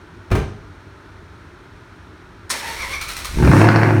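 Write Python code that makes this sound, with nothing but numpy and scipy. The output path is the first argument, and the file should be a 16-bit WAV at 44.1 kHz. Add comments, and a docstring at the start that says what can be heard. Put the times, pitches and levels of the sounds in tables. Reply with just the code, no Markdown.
"""A car door thumps shut in an open garage, over a faint outdoor hum. The starter clacks in, whines
against the compression strokes and rattles as it overruns. The cold V8 catches, flares up and roars:
each firing sends a thud and a bark down the exhaust, and the hardest crack out of the pipe.
The garage walls reverberate."""
import sys
import numpy as np
from scipy import signal
from scipy.fft import rfft, irfft, next_fast_len
from scipy.io import wavfile
from scipy.ndimage import map_coordinates

SR = 44100
rng = np.random.default_rng(int(sys.argv[2]) if len(sys.argv) > 2 else 0)


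def unload_audio(sound):
    """Save the sound as a 16-bit wav file, at the path given as the first command line argument."""
    columns = np.transpose(np.atleast_2d(sound))
    # keep every value between -1 and 1, then stretch to whole-number steps
    steps = np.round(np.clip(columns, -1, 1) * 32767)
    wavfile.write(sys.argv[1], SR, steps.astype(np.int16))


N = 176400

# exhaust response to barks and cracks: f/Hz, level/dB
BARK_SPECTRUM = [(100, -23), (400, -6), (490, -5.5), (540, 3), (610, -10), (690, 1.5), (760, -7.5),
                 (840, 3.5), (1020, -5.5), (1130, -4.5), (1280, -7), (1520, -2), (1800, -7.5), (2150, -11),
                 (2700, -14), (3400, -30.5), (5400, -40), (6500, -39), (16000, -64)]


def amp(db):
    """Decibels to gain."""
    return 10 ** (np.asarray(db) / 20)


def unit(x):
    """Scale to rms 1."""
    return x / np.sqrt(np.mean(x ** 2) + 1e-20)


def along(points, hz):
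    """Interpolate (f/Hz, value) points on a log axis."""
    f, v = np.transpose(points)
    return np.interp(np.log(hz + 1), np.log(f + 1), v)


def curves(rows):
    """One per-sample curve for each column after t/s."""
    s, *cols = np.transpose(rows)
    return [np.interp(np.arange(N) / SR, s, c) for c in cols]


def wobble(rate_hz):
    """Smooth random curve, rate_hz knots a second."""
    return map_coordinates(rng.standard_normal(N // 8), [np.arange(N) * rate_hz / SR], mode="wrap")


def colour(x, spectrum):
    """Minimum-phase filter of unit energy, shaped by (f/Hz, level/dB) points."""
    m = 2 ** 14
    cepstrum = irfft(np.log(amp(along(spectrum, np.fft.rfftfreq(m, 1 / SR)))))
    cepstrum[1:m // 2] *= 2
    cepstrum[m // 2 + 1:] = 0
    impulse = irfft(np.exp(rfft(cepstrum)))
    return signal.fftconvolve(x, impulse / np.linalg.norm(impulse))[:N]


def noise(spectrum):
    """Coloured noise of rms 1."""
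    return unit(colour(rng.standard_normal(N), spectrum))


def fade(start_s, attack_s, t60_s):
    """Envelope of one blow."""
    t = np.maximum(np.arange(N) / SR - start_s, 0)
    return (1 - np.exp(-t / attack_s)) * np.exp(-np.log(1000) * t / t60_s)


def garage(x, wet_db):
    """Direct sound plus the walls' tail, at constant total power."""
    decay = [(60, 0.65), (400, 0.51), (2000, 0.47), (6000, 0.54), (15000, 0.21)]  # f/Hz, t60/s
    hz, t, bins = signal.stft(rng.standard_normal(SR * 3 // 4), SR, nperseg=256)
    bins = bins * np.exp(-np.log(1000) * t / along(decay, hz)[:, None])
    tail = signal.istft(bins, SR, nperseg=256)[1]
    tail = np.pad(tail / np.linalg.norm(tail), (SR // 250, 0))  # 4 ms pre-delay
    return (x + amp(wet_db) * signal.fftconvolve(x, tail)[:N]) / np.hypot(1, amp(wet_db))


def outdoor_hum():
    """Steady hum through the open garage door."""
    spectrum = [(20, -44), (41, -7.5), (81, -1.5), (98, 2), (112, -7), (188, -9.5), (222, -14), (291, -9.5),
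                (382, -9), (516, -22), (625, -18), (756, -22.5), (890, -16.5), (1140, -18.5), (1380, -13.5),
                (1960, -23), (4100, -32), (9000, -46.5), (17000, -61)]  # f/Hz, level/dB
    return noise(spectrum) * amp(-42)


def door():
    """Each contact thumps the panels and clacks the latch."""
    contacts = [(.303, -20, -34.5), (0.3134, -15, -24), (.317, -8, -28), (.351, -15, -20)]  # seal, first catch, slam, second catch: t/s, thump/dB, clack/dB
    panel_modes = [(56.3, -8, 0.3), (97, -2.5, 0.34), (137, -11, 0.43), (175, -8.5, 0.16),
                   (205.5, -15, .25), (299, -21, 0.29), (409, -9.5, 0.7), (675, -22, 0.38)]  # door and body: f/Hz, level/dB, t60/s
    thud_spectrum = [(18, -33), (32, -4.5), (50, 4), (95, -4.5), (135, -3), (180, -2.5), (215, -8),
                     (260, -19), (320, -10.5), (410, -9), (490, -17.5), (660, -26), (1000, -32),
                     (2200, -90)]  # f/Hz, level/dB
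    latch_spectrum = [(250, -22), (450, -0.5), (800, 1), (1500, -5), (2300, -4.5), (3400, -13),
                      (4200, -17.5), (6000, -20), (9000, -27), (16000, -33)]  # f/Hz, level/dB
    t = np.arange(N) / SR
    ring = sum(amp(db + mode_db) * fade(s, 0.0022, t60_s)
               * np.sin(2 * np.pi * (hz * (t - s) + rng.random()))
               for s, db, _ in contacts for hz, mode_db, t60_s in panel_modes)
    thud = noise(thud_spectrum) * sum(amp(db) * fade(s, 0.001, 0.3) for s, db, _ in contacts)
    clack = noise(latch_spectrum) * sum(amp(db) * fade(s, 0.00082, 0.084) for s, _, db in contacts)
    return amp(-7.5) * ring + garage(amp(-6) * thud, wet_db=-5) + garage(amp(2.5) * clack, wet_db=-1.5)


def starter():
    """The pinion clacks in; gears whine and grind under load, then rattle as the engine outruns them."""
    pinion_hits = [(2.494, -31), (2.501, -19.5), (2.506, -24)]  # t/s, level/dB
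    pinion_spectrum = [(120, -37), (250, -22), (836, -14.5), (1040, -2), (1300, -10), (1800, -4.5),
                       (2800, -14), (4300, -6.5), (6500, -7.5), (9000, -10), (17000, -31)]  # f/Hz, level/dB
    clack = noise(pinion_spectrum) * sum(amp(db) * fade(s, 0.0014, 0.094) for s, db in pinion_hits)
    engaged = np.arange(N) / SR > pinion_hits[1][0]

    gear_mesh = [(2.5, 800, -66), (2.54, 950, -36), (2.6, 1073, -41), (2.635, 901, -32), (2.685, 922, -31),
                 (2.725, 900, -40), (2.79, 1120, -33.5), (2.83, 1085, -23), (2.87, 940, -33),
                 (2.905, 1080, -38), (2.942, 1130, -21.5), (2.995, 1100, -39), (3.04, 1220, -32.5),
                 (3.3, 1400, -56)]  # t/s, f/Hz, level/dB
    harmonics = [(1, -1), (2, -4.5), (3, -10.5), (4, -11), (5, -11)]  # mesh multiple, level/dB
    housing_spectrum = [(600, -4), (920, 0), (1150, -12), (1500, -1), (1850, 2), (2230, 4), (2700, -6),
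                        (6000, -6.5)]  # f/Hz, level/dB
    mesh_hz, whine_db = curves(gear_mesh)
    phase = 2 * np.pi * np.cumsum(mesh_hz * (1 + 0.055 * wobble(330))) / SR
    teeth = sum(amp(db) * np.sin(k * phase) for k, db in harmonics) * amp(1.5 * wobble(260))
    whine = unit(colour(teeth, housing_spectrum)) * amp(whine_db)

    grind_levels = [(2.5, -44), (2.52, -27), (2.62, -33), (2.71, -31), (2.78, -34), (2.83, -32),
                    (2.89, -34.5), (2.93, -29.5), (2.99, -40), (3.2, -36.5), (3.34, -37.5), (3.6, -46),
                    (4, -67)]  # t/s, level/dB
    grind_spectrum = [(120, -27), (200, -9), (330, -16), (420, -6), (720, -8.5), (900, -10), (1600, -6),
                      (2100, -3), (2700, -7), (4200, -9.5), (7000, -16.5), (9500, -18.5), (12000, -22),
                      (17000, -32)]  # f/Hz, level/dB
    grind = noise(grind_spectrum) * amp(curves(grind_levels)[0] + 1.5 * wobble(300))

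    overrun_hits = [(3.009, -28), (3.081, -28.5), (3.108, -39.5), (3.162, -29), (3.243, -29)]  # t/s, level/dB
    rattle_spectrum = [(410, -39), (700, -12.5), (1130, -3.5), (1420, 1), (1640, -10.5), (2260, -3),
                       (3420, -7.5), (4230, -4), (5500, -10.5), (9000, -13.5), (17000, -22.5)]  # f/Hz, level/dB
    rattle = noise(rattle_spectrum) * amp(2.7 * wobble(400))
    rattle *= sum(amp(db) * fade(s, 0.0048, 0.18) for s, db in overrun_hits)
    gears = engaged * (whine + grind) + amp(5.5) * rattle
    return garage(amp(2) * clack, wet_db=-7.5) + garage(gears, wet_db=-5)


def intake():
    """Air hisses in as the revs flare, then the throttle eases back."""
    levels = [(3.2, -69), (3.34, -42.5), (3.45, -39), (3.6, -33), (3.7, -45.5), (3.85, -45), (4, -49.5)]  # t/s, level/dB
    spectrum = [(1000, -24), (3000, 2), (5500, 0.5), (7000, -2), (9000, -3.5), (12000, -10.5), (17000, -21)]  # f/Hz, level/dB
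    drawing = np.arange(N) / SR > levels[0][0]
    return garage(noise(spectrum) * amp(curves(levels)[0]) * drawing, wet_db=-3.5)


def pumping():
    """Low chuff of air pumped through the exhaust."""
    levels = [(2.55, -66), (2.7, -48), (2.85, -38.5), (3.28, -40), (3.34, -22), (3.45, -23), (3.6, -33),
              (4, -55)]  # t/s, level/dB
    spectrum = [(22, -11), (32, -13), (44, 0), (66, -4.5), (100, -13), (200, -40), (600, -63)]  # f/Hz, level/dB
    return noise(spectrum) * amp(curves(levels)[0])


def cracks():
    """The hardest firings: a short burst through the pipe and a tick of its sheet metal."""
    hits = [(3.43, -23, -37), (3.449, -14, -30.5), (3.475, -11.5, -36), (3.514, -12.5, -30),
            (3.534, -13, -32), (3.567, -12.5, -33), (3.614, -2.5, -30), (3.643, -11, -31),
            (3.6872, -4, -24.5), (3.759, -10, -21.5), (3.832, -10, -27), (3.906, -17, -49),
            (3.965, -18.5, -54), (3.982, -19.5, -48)]  # t/s, burst/dB, tick/dB
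    tick_spectrum = [(2500, -32), (3800, -10), (4400, 3), (5400, 4), (6100, -27), (12000, -45)]  # f/Hz, level/dB
    burst = rng.standard_normal(N) * sum(amp(db) * fade(s, 0.00036, 0.017) for s, db, _ in hits)
    tick = noise(tick_spectrum) * sum(amp(db) * fade(s, 0.00076, 0.02) for s, _, db in hits)
    return garage(colour(amp(6) * burst, BARK_SPECTRUM) + amp(4) * tick, wet_db=-2.5)


def engine():
    """Each firing sends a thud and a rasping bark down the pipe; the strongest orders boom as tones."""
    speed = [(3.3, 56), (3.4, 78), (3.49, 92), (3.575, 101), (3.65, 110), (3.72, 111), (3.8, 110),
             (3.87, 109), (3.94, 105.5), (4, 104)]  # t/s, firing rate/Hz
    exhaust_levels = [(3.29, -62, -73, -70), (3.33, -37.5, -49.5, -55), (3.4, -17, -23.5, -19),
                      (3.48, -11, -23, -18.5), (3.55, -12.5, -17, -11.5), (3.615, -15.5, -18.5, -8.5),
                      (3.69, -15, -20, -12), (3.78, -19, -18.5, -14), (3.88, -17, -22, -13.5),
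                      (3.94, -19, -27, -16.5), (4, -16.5, -33, -11)]  # t/s, thud/dB, bark/dB, boom/dB
    cylinders = [(3.5, 2.5), (1, 0.5), (7.5, -5), (2.5, 6), (7, 2), (-3.5, -8), (5.5, 7.5), (-1, 3.5)]  # in firing order: thud/dB, bark/dB
    far_bank = [0, 1, 0, 0, 1, 0, 1, 1]  # in firing order: 1 = far cylinder bank
    first_cylinder_s, bank_lag_s, jitter_s = 3.6145, 0.001223, 0.00025
    t = np.arange(N) / SR
    firing_hz, = curves(speed)
    thud_db, bark_db, boom_db = curves(exhaust_levels)
    running = t > exhaust_levels[0][0]
    count = np.cumsum(firing_hz) / SR
    count -= np.interp(first_cylinder_s, t, count)  # the first cylinder fires at this instant
    fired = np.flatnonzero(np.diff(np.floor(count))) + 1
    fired = fired[running[fired]]
    cylinder = np.floor(count[fired]).astype(int) % len(cylinders)

    scatter = rng.standard_normal((len(fired), 3))  # thud, bark, timing
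    size = amp(np.array(cylinders)[cylinder] + scatter[:, :2] * [1.8, 0.9])
    size /= np.sqrt(np.mean(size ** 2, axis=0))
    size *= np.sqrt(SR / firing_hz[fired])[:, None]  # power independent of speed
    lag_s = bank_lag_s * np.array(far_bank)[cylinder] + jitter_s * scatter[:, 2]
    arrival = np.minimum(fired + (lag_s * SR).astype(int), N - 1)
    thuds, barks = np.zeros((2, N))
    thuds[arrival] = size[:, 0] * amp(thud_db[fired])
    barks[arrival] = size[:, 1] * amp(bark_db[fired])

    pipe_spectrum = [(30, -46), (62, -4), (85, -13), (110, -1.5), (145, 10), (190, 0), (222, 1.5),
                     (255, -6.5), (287, -1), (325, 0), (372, -1.5), (410, -7.5), (600, -19), (1500, -52)]  # f/Hz, level/dB
    puff = fade(0, 0.0012, 0.025)
    rasp = signal.fftconvolve(barks, puff / np.linalg.norm(puff))[:N] * rng.standard_normal(N)
    bark = colour(amp(-4) * barks + amp(-4.5) * rasp, BARK_SPECTRUM)
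    rumble = colour(thuds + amp(thud_db - 8) * rng.standard_normal(N), pipe_spectrum)

    boom_orders = [(8, 0), (11, -12), (21, -14), (24, -7)]  # engine-cycle multiple, level/dB
    shudder_levels = [(3.3, -48), (3.4, -20), (3.49, -11.5), (3.55, -34), (3.7, -37), (4, -45)]  # deep tone as the revs climb: t/s, level/dB
    cycle_rad = 2 * np.pi * count / len(cylinders)
    tones = sum(amp(db + 0.49 * wobble(15)) * np.sin(k * cycle_rad) for k, db in boom_orders)
    boom = unit(tones) * amp(boom_db)
    shudder = np.sqrt(2) * amp(curves(shudder_levels)[0]) * np.sin(6 * cycle_rad)
    return running * (garage(rumble, wet_db=-2.5) + boom + shudder) + garage(bark, wet_db=-1.5)


def scene():
    """Door, starter and engine over the outdoor hum; mono."""
    return (door() + starter() + engine() + pumping() + cracks() + intake() + outdoor_hum())[None]


def record(dry):
    """Treble ripple of the microphone port, soft peak limiting, low-pass."""
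    port_ripple = [(2400, 0.5), (2900, -2.5), (3300, -0.5), (4300, 1.5), (4850, -3), (5400, 2.5), (6500, 1),
                   (7500, -1.5), (8900, 3.5), (9700, 2.5), (10450, -1), (11300, 1.5)]  # f/Hz, level/dB
    cutoff_hz = 17100
    m = next_fast_len(N + SR // 2)
    hz = np.fft.rfftfreq(m, 1 / SR)
    rippled = irfft(rfft(dry, m) * amp(along(port_ripple, hz) - port_ripple[0][1]), m)[..., :N]
    limited = rippled / (1 + np.abs(rippled) ** 6) ** (1 / 6)
    return irfft(rfft(limited, m) * (hz < cutoff_hz), m)[..., :N]


dry = scene()
out = record(dry)
unload_audio(out)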